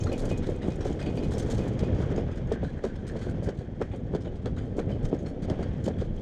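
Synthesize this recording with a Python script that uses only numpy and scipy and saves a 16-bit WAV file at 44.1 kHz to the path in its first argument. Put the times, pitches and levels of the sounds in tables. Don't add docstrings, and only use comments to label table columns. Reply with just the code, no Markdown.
import sys
import numpy as np
from scipy import signal
from scipy.fft import rfft, irfft
from scipy.io import wavfile
from scipy.ndimage import uniform_filter1d

SR = 44100
rng = np.random.default_rng(int(sys.argv[2]) if len(sys.argv) > 2 else 0)


def materialize(psi):
    bounded = np.clip(np.atleast_2d(psi).T, -1, 1)
    quanta = np.round(bounded * 32767).astype(np.int16)
    wavfile.write(sys.argv[1], SR, quanta)


N = 274169

# time_s, buffeting_db, rumble_db, hiss_db, chatter_db, trough_db
RIDE_LEVELS = [(0.0, -31, -35, -57, -53.5, -79), (0.25, -33.5, -37, -49.5, -58, -62),
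               (0.63, -34, -38, -55.5, -63.5, -62), (1.01, -33.5, -35, -52.5, -61.5, -65),
               (1.49, -30, -36, -50.5, -55.5, -59), (1.82, -29.5, -35.5, -50.5, -61, -60.5),
               (2.13, -30, -33.5, -50, -61.5, -55), (2.3, -32, -39, -53.5, -68, -61),
               (2.87, -37, -42.5, -57.5, -68, -61.5), (3.14, -32, -38.5, -56.5, -64, -61),
               (3.35, -34.5, -40.5, -54.5, -71, -63), (3.5, -44, -41.5, -58, -63, -59.5),
               (3.65, -37.5, -44.5, -60.5, -72.5, -66.5), (4.09, -35.5, -40.5, -59.5, -71.5, -67.5),
               (4.33, -35, -41, -58.5, -69, -64.5), (4.78, -31, -38.5, -60, -69, -64.5),
               (5.01, -33, -36, -54.5, -69.5, -64), (5.28, -38, -39.5, -61, -68, -67),
               (5.67, -33, -36, -51, -67, -61.5), (5.84, -32, -40, -57.5, -62.5, -62),
               (6.09, -39.5, -43, -57.5, -69.5, -64), (6.22, -31, -38.5, -57, -67, -68)]
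# time_s, level_db
SWAY_LEVELS = [(0.0, -43), (0.26, -31), (0.66, -42.5), (0.9, -34), (0.94, -46), (1.14, -40), (3.44, -43),
               (3.48, -52), (4.88, -40.5), (4.95, -59), (5.06, -26.5), (5.16, -53), (5.73, -32.5),
               (5.82, -62), (6.08, -32), (6.22, -39)]
# frequency_hz, level_db
SWAY_SPECTRUM = [(10, -20), (24, 11.5), (40, 6), (55, -3.5), (90, -66.5), (220, -150)]
BUFFET_SPECTRUM = [(20, -38), (45, -2.5), (92, 2), (250, -7.5), (320, -18.5), (550, -120)]
RUMBLE_SPECTRUM = [(59, -21), (100, -13.5), (224, -3.5), (417, -7), (511, -8), (828, -24), (1110, -74),
                   (1300, -34), (1690, -83), (2860, -120)]
HISS_SPECTRUM = [(470, -6.5), (800, 0), (1110, -7.5), (1710, -17), (2120, -10.5), (2770, -17), (3250, -11),
                 (3940, -24), (5000, -27.5), (6500, -31), (11000, -120)]
METAL_SPECTRUM = [(880, 7), (1500, 8.5), (2060, 5), (2420, 1), (2770, -12), (3130, 0.5), (3580, 2),
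                  (4340, 2.5), (5010, -1), (6550, 2), (8240, -6), (12600, -22), (14800, -33)]
# frequency_hz, width_hz of each of two passes, level_db
TROUGH_MODES = [(1520, 56, 6), (1784, 240, 1.5), (1624, 480, 15)]
# start_s, level_db (peak of the main ring, before its buzz), t60_s
ROD_TAPS = [(0.002, -55, 0.38), (0.119, -46, .1), (0.132, -42.5, 0.055), (0.3064, -44, 0.24),
            (0.54, -59, .2), (0.703, -54, 0.24), (1.014, -46, .15), (1.064, -47, 0.19), (1.125, -55, .1),
            (1.174, -47, .12), (1.2285, -51, .3), (1.244, -48, 0.48), (1.591, -50.5, 0.18),
            (1.62, -48, 0.1), (1.833, -52.5, 0.44), (2.177, -58, .15)]
# frequency_hz, width_hz, level_db (peak, relative to the main ring)
ROD_CLINK_MODES = [(2330, 120, -11), (2660, 120, -20), (2900, 100, -1), (4470, 220, -6)]
# start_s, level_db, pitch_hz
PART_CLINKS = [(0.0044, -45, 6920), (0.006, -47, 6300), (0.008, -53, 5530), (0.035, -49, 6700),
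               (0.0373, -55, 6450), (0.039, -59, 5400), (0.069, -48, 4220), (0.092, -56, 4150),
               (0.13, -54, 4720), (0.132, -55, 5450), (0.192, -51, 4400), (0.25, -56, 4720),
               (0.3755, -53, 6760), (0.7547, -59, 6800), (0.9264, -52, 6820), (1.009, -52, 4970),
               (1.063, -49, 4580), (1.174, -51, 4700), (1.176, -58, 4350), (1.234, -51, 4070),
               (1.31, -60, 5340), (1.345, -52, 5400), (1.3994, -50, 6260), (1.51, -33, 6800),
               (1.773, -59, 6540), (1.835, -56, 4800), (2.16, -60, 6500), (2.178, -59, 6600),
               (2.355, -61, 6940), (2.4688, -60, 6600), (3.0765, -53, 8200), (5.1876, -56, 6560),
               (5.8383, -52, 7170)]
BEARING_CHIRPS = [(0.008, -52, 3130), (0.185, -60, 3400), (0.05, -58, 3680), (0.465, -62, 3900),
                  (0.625, -52.5, 2890), (0.915, -51, 3150), (1.02, -53, 3000), (1.068, -45, 3170),
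                  (1.078, -55, 4300), (1.104, -61, 3630), (4.278, -59, 3010), (4.462, -56, 3250),
                  (4.658, -60, 3130), (4.918, -54, 3050), (4.935, -55, 3050), (5.047, -60, 3120),
                  (5.5273, -62, 2960), (5.5744, -68, 3050), (5.854, -49, 3070), (5.881, -50.5, 3200),
                  (5.9369, -58, 3300), (5.963, -64, 3350), (5.9966, -56, 3240), (6.02, -58, 3200),
                  (6.071, -58, 3100), (6.172, -54.5, 3170), (6.2, -64, 3250)]
STEEL_SCRAPES = [(0.068, -43.5, 1290), (0.093, -55, 1700), (0.1193, -51, 2470), (0.176, -53, 1290),
                 (0.2389, -52, 1540), (0.3042, -53, 2450), (0.4206, -50, 1730), (0.616, -49, 1970),
                 (0.852, -44.5, 1030), (0.872, -63, 1710), (0.992, -48, 1740), (1.013, -52, 2120),
                 (1.0652, -50, 2540), (1.1706, -54, 2380), (1.3159, -48, 1420), (1.331, -59, 1630),
                 (1.345, -55, 1500), (1.503, -57, 1560), (1.9989, -49.5, 1520), (2.0277, -44.5, 1210),
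                 (2.097, -49, 1200), (2.2824, -51, 1300), (2.332, -59, 2420), (2.372, -52, 1570),
                 (2.475, -55, 1530), (2.5192, -50, 1360), (2.8389, -42, 945), (3.091, -48.5, 1650),
                 (3.218, -50, 1600), (3.289, -52, 1490), (3.48, -52, 1230), (3.8152, -38.5, 1200),
                 (3.826, -52, 1740), (3.865, -61, 1780), (3.9124, -57, 2160), (4.133, -60, 1100),
                 (4.461, -47, 1190), (4.568, -53.5, 1380), (4.7895, -48, 1510), (4.791, -35, 900),
                 (4.808, -60, 1700), (4.8928, -55, 2220), (5.042, -55, 1240), (5.249, -56, 1450),
                 (5.5, -48, 1440), (5.5925, -59, 1380), (5.6292, -50, 1350)]
TROUGH_FLARES = [(2.41, -65, 1620), (2.525, -51, 1800), (2.535, -48, 1570), (2.585, -54, 1590),
                 (2.645, -51, 1520), (2.68, -57, 1680), (2.858, -48, 1520), (2.895, -55.5, 1530),
                 (2.985, -55, 1600), (3.088, -53, 1780), (3.18, -55, 1620), (3.24, -50, 1520),
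                 (3.33, -65, 1540), (3.5, -63, 1610)]
# start_s, level_db (rms before envelope and stutter), t60_s, tilt_db_per_octave
RATTLE_BURSTS = [(0.0346, -50.5, 0.027, 6), (0.065, -49, 0.035, -11), (0.0955, -62, 0.15, -11),
                 (0.126, -48.5, 0.048, 13), (0.176, -51, 0.24, 9), (0.252, -52, 0.04, 11),
                 (0.288, -50.5, 0.17, 2), (0.312, -53, 0.055, 9), (0.373, -54, 0.048, 11),
                 (0.4247, -46, 0.33, -6.5), (0.461, -54.5, 0.1, 2.5), (0.492, -61.5, 0.12, 9),
                 (0.556, -65, 0.035, 12), (0.618, -49, 0.6, -7), (0.67, -58, 0.085, 10),
                 (0.696, -56, 0.31, -1), (0.752, -59, 0.035, 15), (0.807, -43.5, 0.18, -6.5),
                 (0.8452, -48.5, 0.34, 1), (0.923, -54, 0.033, 1), (0.99, -47.5, 0.25, -4.5),
                 (1.009, -54, 0.44, -3), (1.0586, -43.5, 0.19, -7.5), (1.151, -63, 0.17, 20),
                 (1.173, -54, 0.058, -1), (1.202, -55, 0.13, -8), (1.231, -58, 0.084, 6),
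                 (1.305, -54, 0.18, 7), (1.33, -52, 0.073, 6), (1.3807, -45.5, 0.08, 13),
                 (1.396, -48, 0.064, 2), (1.422, -56, 0.066, 4), (1.458, -56, 0.065, 4),
                 (1.4984, -47, 0.42, 4), (1.6758, -56.5, 0.043, 15), (1.772, -66, 0.12, -6),
                 (1.789, -46.5, 0.082, -0.5), (1.837, -54, 0.15, -7), (1.944, -47.5, 0.55, -11),
                 (1.999, -58, 0.12, 3), (2.024, -65, 0.026, 10), (2.054, -68, 0.028, 10),
                 (2.161, -39, 0.11, -23), (2.1734, -48.5, 0.18, -8.5), (2.3057, -49.5, 0.33, -11),
                 (2.354, -69, 0.025, 10), (2.372, -53.5, 0.05, -0.5), (2.469, -67, 0.025, 6),
                 (2.489, -68, 0.024, 14), (2.5185, -44.5, 0.1, -1.5), (2.63, -54, 0.43, -3),
                 (2.8354, -46.5, 0.22, -2), (2.953, -51.5, 0.1, -6), (3.0657, -50, 0.16, 1),
                 (3.1598, -54, 0.31, -1.5), (3.211, -52, 0.32, -1), (3.291, -60.5, 0.082, 10),
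                 (3.427, -52.5, 0.14, 6), (3.486, -48.5, 0.062, -4), (3.571, -55, 0.25, -2.5),
                 (3.812, -43, 0.089, -4), (3.9128, -53, 0.3, -8.5), (3.934, -54.5, 0.12, -12),
                 (3.958, -64, 0.03, 11), (4.131, -61, 0.11, -12), (4.1473, -44, 0.086, -3.5),
                 (4.202, -58.5, 0.21, -1.5), (4.246, -49.5, 0.18, -11.5), (4.352, -59, 0.076, -0.5),
                 (4.457, -43.5, 0.11, -5.5), (4.561, -55, 0.13, -3), (4.5768, -50.5, 0.39, -8),
                 (4.6502, -69, 0.055, 5), (4.763, -57.5, 0.089, 5), (4.787, -50, 0.083, 0),
                 (4.898, -52, 0.24, -6.5), (5.022, -59.5, 0.21, 2), (5.045, -50, 0.054, 2),
                 (5.0795, -64, 0.06, 3), (5.1347, -59.5, 0.089, 0), (5.186, -62, 0.083, 1),
                 (5.221, -69, 0.05, 8), (5.259, -48, 0.24, -7.5), (5.274, -65.5, 0.12, 14),
                 (5.298, -71, 0.074, 1), (5.419, -55, 0.059, 1), (5.437, -52.5, 0.058, -2),
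                 (5.4985, -43.5, 0.074, -2.5), (5.484, -65, 0.04, 0), (5.5942, -66, 0.19, 2),
                 (5.6255, -47.5, 0.091, -5.5), (5.8383, -50, 0.052, 7), (5.852, -50, 0.072, 3),
                 (5.875, -53, 0.071, 1), (5.979, -53.5, 0.23, -3.5), (6.008, -52.5, 0.067, -3),
                 (6.047, -65, 0.06, -2), (6.1584, -68.5, 0.027, 13)]
# frequency_hz, width_hz, level_db (centre of a small random spread)
PART_MODES = [(2905, 470, -8), (5200, 43, -40), (6280, 90, -23), (6790, 72, -22.5), (8200, 510, -20.5)]
# start_s (centre of the thump), level_db (peak of the push)
CASE_THUMPS = [(0.055, -20), (0.261, -27.5), (0.327, -21), (0.359, -28), (0.396, -23), (0.427, -18),
               (0.688, -28), (0.892, -36), (1.041, -26), (1.258, -19.5), (1.309, -26), (1.376, -24),
               (1.555, -19.5), (1.688, -45), (1.732, -33), (1.828, -15.5), (1.943, -16.5), (2.043, -22),
               (2.176, -21), (2.478, -25), (2.526, -33), (2.64, -19), (3.297, -20), (3.403, -23.5),
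               (3.475, -20), (3.59, -20), (3.913, -20.5), (4.037, -21.5), (4.142, -21), (4.526, -22),
               (4.791, -25), (4.895, -31), (5.047, -19.5), (5.137, -30), (5.254, -22.5), (5.428, -21.5),
               (5.519, -17.5), (5.605, -26), (5.694, -25.5), (6.004, -19), (6.109, -23)]
# start_s, level_db (peak of the main ring), pitch_hz
WHEEL_KNOCKS = [(0.089, -29, 270), (0.058, -29, 517), (0.121, -22.5, 516), (0.132, -31, 550),
                (0.237, -26.5, 480), (0.262, -34, 593), (0.284, -48, 353), (0.312, -20, 504),
                (0.488, -20, 417), (0.507, -34, 557), (0.638, -29, 560), (0.663, -27, 365),
                (0.681, -18.5, 280), (0.806, -30, 266), (0.854, -19, 470), (0.893, -25, 355),
                (1.013, -33, 577), (1.061, -30.5, 431), (1.173, -24, 480), (1.207, -36, 560),
                (1.22, -26.5, 264), (1.318, -38, 434), (1.34, -25.5, 463), (1.369, -25.5, 417),
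                (1.488, -24.5, 455), (1.529, -30, 278), (1.589, -23, 280), (1.665, -24, 307),
                (1.806, -24.5, 423), (1.831, -21, 403), (1.894, -32, 530), (1.958, -37, 520),
                (2.0, -22.5, 365), (2.121, -22, 272), (2.178, -17.5, 426), (2.189, -28, 444),
                (2.286, -30, 454), (2.515, -16, 460), (2.524, -26.5, 398), (2.629, -20, 450),
                (2.839, -17, 412), (2.852, -25.5, 445), (2.862, -37, 500), (3.154, -24.5, 465),
                (3.266, -24, 252), (3.342, -35, 300), (3.383, -32.5, 410), (3.423, -24.5, 270),
                (3.474, -25.5, 368), (3.486, -18, 394), (3.608, -31.5, 480), (3.805, -23, 350),
                (3.813, -18, 454), (3.934, -27, 460), (4.118, -47, 272), (4.136, -20, 430),
                (4.148, -16.5, 447), (4.268, -28, 445), (4.458, -23.5, 473), (4.466, -29.5, 450),
                (4.764, -33, 300), (4.782, -17, 380), (4.792, -23.5, 420), (4.812, -37, 325),
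                (4.889, -30, 322), (4.903, -25.5, 290), (5.127, -16.5, 342), (5.192, -42, 300),
                (5.258, -27.5, 283), (5.484, -25, 487), (5.499, -21, 480), (5.51, -25, 432),
                (5.525, -32, 394), (5.591, -23.5, 450), (5.617, -33, 545), (5.864, -20.5, 252),
                (5.878, -17.5, 470), (6.014, -30, 280), (6.02, -22, 398)]
# frequency_hz, half_width_hz of each of two passes, level_db (relative)
FRAME_MODES = [(780, 90, -31), (1130, 390, 20), (1530, 340, -7), (2030, 440, 5)]

RUN = 8192
SHAKE_RISE_S, SHAKE_FALL_S = 0.0078, 0.022
SHAKE_DRIVE_DB = -22.5
SHAKE_RUMBLE_DB, SHAKE_HISS_DB, SHAKE_CHATTER_DB, SHAKE_TROUGH_DB = 6, 5, 6, 6
SWELL_HALF_S, SWELL_DB = 0.037, -15.5
ROD_HZ = 2489
FIRST_CATCH = 1.75
SOFT_SLIP_DB, HARD_SLIP_DB, HARD_SLIP_SHARE = -49, -35.5, 0.28
CLINK_T60_S, CHIRP_T60_S, SCRAPE_T60_S, FLARE_T60_S = 0.067, 0.073, 0.18, 0.21
RATTLE_LOW_HZ, RATTLE_HIGH_HZ = 3010, 5610
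WEAK_DB, WEAK_RISE_MS, STRONG_DB, STRONG_RISE_MS = -60.5, 7.3, -44, 1.1
FIRST_TICK_DB = 9.5
PUSH_S, REBOUND_S = 0.0021, 0.0046
KNOCK_T60_S, KNOCK_WIDTH_HZ, UPPER_DB = 0.06, 270, -24
WEAK_FIRST_BLOW, STRONG_FIRST_BLOW = 4.3, 6.1
BOOM_HZ, BOOM_WIDTH_HZ, BOOM_DB = 197.3, 81, -10.5
SHEET_HZ, SHEET_DB, SHEET_LAG_S = 1580, -40.5, 0.008
EDGE_HZ = 14950


def gain_of(db):
    return 10 ** (np.asarray(db) / 20)


def evened(x):
    return x / np.sqrt(np.mean(x ** 2) + 1e-20)


def peaked(x):
    return x / abs(x).max()


def read(points, hz):
    f, value = np.transpose(points)
    return np.interp(np.log(hz + 1), np.log(f + 1), value)


def add(mix, s, sound):
    part = mix[round(s * SR):][:len(sound)]
    part += sound[:len(part)]


def resonate(x, hz, width):
    return signal.lfilter(*signal.iirpeak(hz, max(hz / width, .5), SR), x)


def resonate_twice(x, hz, width):
    return resonate(resonate(x, hz, width), hz, width)


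def colour(x, points, tilt_db=0):
    hz = np.fft.rfftfreq(len(x), 1 / SR)
    octaves = np.log2((np.minimum(hz, 9000) + 500) / 5500)
    gain = gain_of(read(points, hz) + tilt_db * octaves)
    return evened(irfft(rfft(x) * gain, len(x)))


def lumps(ms, depth_db):
    size = max(int(ms * SR / 1000), 2)
    smooth = uniform_filter1d(uniform_filter1d(rng.standard_normal(N), size), size)
    return gain_of(depth_db * evened(smooth))


def strikes(size, per_s, spread_db):
    chance, sign, strength = rng.random((size, 3)).T
    level_db = spread_db * np.minimum(-np.log(strength + 1e-9), 4)
    return (chance < per_s / SR) * np.sign(sign - .5) * gain_of(level_db)


def blow(t60, rise_ms, size):
    t = np.arange(size) / SR
    rise = (1 - np.exp(-t * 1000 / max(rise_ms, .2))) ** 2
    return peaked(rise * gain_of(-60 * t / max(t60, .02)))


def shake():
    t = np.arange(N) / SR
    swells = [gain_of(db - SHAKE_DRIVE_DB) * np.exp(-np.maximum((s - t) / SHAKE_RISE_S, (t - s) / SHAKE_FALL_S))
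              for s, db, hz in WHEEL_KNOCKS]
    return np.tanh(sum(swells))


def ride(column, shake_db=0):
    rows = np.transpose(RIDE_LEVELS)
    level_db = np.interp(np.arange(N) / SR, rows[0], rows[column])
    return gain_of(level_db + shake_db * shake())


def sway():
    level_db = np.interp(np.arange(N) / SR, *np.transpose(SWAY_LEVELS))
    return colour(rng.standard_normal(N), SWAY_SPECTRUM) * gain_of(level_db)


def thump_swells():
    t = np.arange(N) / SR
    return sum(gain_of(db + SWELL_DB) * np.exp(-((t - s) / SWELL_HALF_S) ** 2) for s, db in CASE_THUMPS)


def buffeting(surge):
    buffet = evened(colour(strikes(N, 300, 0.74), BUFFET_SPECTRUM) * surge * lumps(29, 0.96))
    return buffet * np.hypot(ride(column=1), thump_swells())


def rumble(surge):
    contact = evened(colour(strikes(N, 600, 0.57), RUMBLE_SPECTRUM) * surge * lumps(19, 0.97))
    return contact * ride(column=2, shake_db=SHAKE_RUMBLE_DB)


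def hiss():
    grain = evened(colour(strikes(N, 4000, 0.98), HISS_SPECTRUM) * lumps(3.3, 1.0))
    return grain * ride(column=3, shake_db=SHAKE_HISS_DB)


def rolling():
    surge = lumps(37, 0.81)
    return buffeting(surge) + rumble(surge) + hiss() + sway()


def trough():
    contact = strikes(N, 1500, 2.1) * lumps(30, 2.8)
    ring = sum(gain_of(db) * resonate_twice(contact, hz, width) for hz, width, db in TROUGH_MODES)
    return evened(ring) * ride(column=5, shake_db=SHAKE_TROUGH_DB)


def chatter():
    ticks = strikes(N, 3000, 2.4) * lumps(12, 2.4)
    return colour(ticks, METAL_SPECTRUM, -1.3) * ride(column=4, shake_db=SHAKE_CHATTER_DB)


def pings():
    out = np.zeros(N)
    for s, db, t60 in ROD_TAPS:
        taps = strikes(size=16384, per_s=700, spread_db=2.5) * blow(0.08, 1.3, size=16384)
        taps[20] = 3.4
        ring = resonate(taps, ROD_HZ, np.log(1000) / np.pi / t60)
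        clinking = sum(gain_of(g) * peaked(resonate(taps, hz, width)) for hz, width, g in ROD_CLINK_MODES)
        add(out, s, gain_of(db) * (peaked(ring) + clinking))
    return out * lumps(5, 1.8)


def slips(table, t60, width, per_s):
    out = np.zeros(N)
    for s, db, hz in table:
        catches = strikes(size=RUN, per_s=per_s, spread_db=1.5)
        catches[40] = FIRST_CATCH
        grit = evened(resonate_twice(catches, hz, width))
        share = np.interp(db, [SOFT_SLIP_DB, HARD_SLIP_DB], [1, HARD_SLIP_SHARE])
        add(out, s, gain_of(db) * grit * blow(t60 * share, 0.28, size=RUN))
    return out


def clinks():
    return slips(PART_CLINKS, CLINK_T60_S, width=100, per_s=1400)


def chirps():
    return slips(BEARING_CHIRPS, CHIRP_T60_S, width=140, per_s=2100)


def jingle(x, tilt_db, ring_hz):
    wide = colour(x, METAL_SPECTRUM, tilt_db)
    rings = sum(gain_of(db + 1.1 * rng.standard_normal()) * evened(resonate(wide, hz, width))
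                for hz, width, db in PART_MODES)
    drawn_rings = sum(gain_of(-18) * evened(resonate(wide, hz, 220)) for hz in ring_hz)
    return evened(wide + rings + drawn_rings)


def rattles():
    out = np.zeros(N)
    for s, db, t60, tilt_db in RATTLE_BURSTS:
        ring_hz = rng.uniform(RATTLE_LOW_HZ, RATTLE_HIGH_HZ, size=3)
        rise_ms = np.interp(db, [WEAK_DB, STRONG_DB], [WEAK_RISE_MS, STRONG_RISE_MS])
        ticks = strikes(size=RUN, per_s=3000, spread_db=1.0)
        ticks[round(rise_ms * SR / 1000)] = gain_of(FIRST_TICK_DB)
        add(out, s, gain_of(db) * jingle(ticks, tilt_db, ring_hz) * blow(t60, rise_ms, size=RUN))
    return out * lumps(4, 2.5)


def pushes():
    t, out = np.arange(-1024, 1024) / SR, np.zeros(N)
    rebound = PUSH_S / REBOUND_S * np.exp(-(t / REBOUND_S) ** 2)
    push = np.exp(-(t / PUSH_S) ** 2) - rebound
    for s, db in CASE_THUMPS:
        add(out, s + t[0], rng.choice([-1, 1]) * gain_of(db) * push / push.max())
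    return out


def knocks():
    out = np.zeros(N)
    for s, db, hz in WHEEL_KNOCKS:
        bounces = strikes(size=RUN, per_s=900, spread_db=2.5) * blow(KNOCK_T60_S, 2.3, size=RUN)
        bounces[60] = np.interp(db, [-30, -18], [WEAK_FIRST_BLOW, STRONG_FIRST_BLOW])
        contacts = np.convolve(bounces, np.hanning(60))
        body = resonate_twice(contacts, hz, KNOCK_WIDTH_HZ)[:RUN]
        upper = sum(gain_of(g) * resonate_twice(bounces, f, 2 * half) for f, half, g in FRAME_MODES)
        boom = resonate_twice(contacts, BOOM_HZ, BOOM_WIDTH_HZ)[:RUN]
        sheet_hz = SHEET_HZ * (1 + 0.036 * rng.standard_normal())
        sheet = resonate(resonate(bounces, sheet_hz, 45), SHEET_HZ, 300)
        add(out, s + SHEET_LAG_S, gain_of(db + SHEET_DB) * peaked(sheet))
        add(out, s, gain_of(db + BOOM_DB) * peaked(boom))
        add(out, s, gain_of(db) * (peaked(body) + gain_of(UPPER_DB) * peaked(upper)))
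    return out


def scrapes():
    return slips(STEEL_SCRAPES, SCRAPE_T60_S, width=690, per_s=1800)


def flares():
    return slips(TROUGH_FLARES, FLARE_T60_S, width=120, per_s=1800)


def scene():
    steady = rolling() + trough() + chatter()
    jolts = pushes() + knocks() + rattles() + pings()
    grit = scrapes() + chirps() + clinks() + flares()
    return (steady + jolts + grit)[None]


def record(dry):
    low_pass = signal.firwin(511, EDGE_HZ, window=("kaiser", 9), fs=SR)
    return signal.oaconvolve(dry, low_pass[None], "same")


dry = scene()
out = record(dry)
materialize(out)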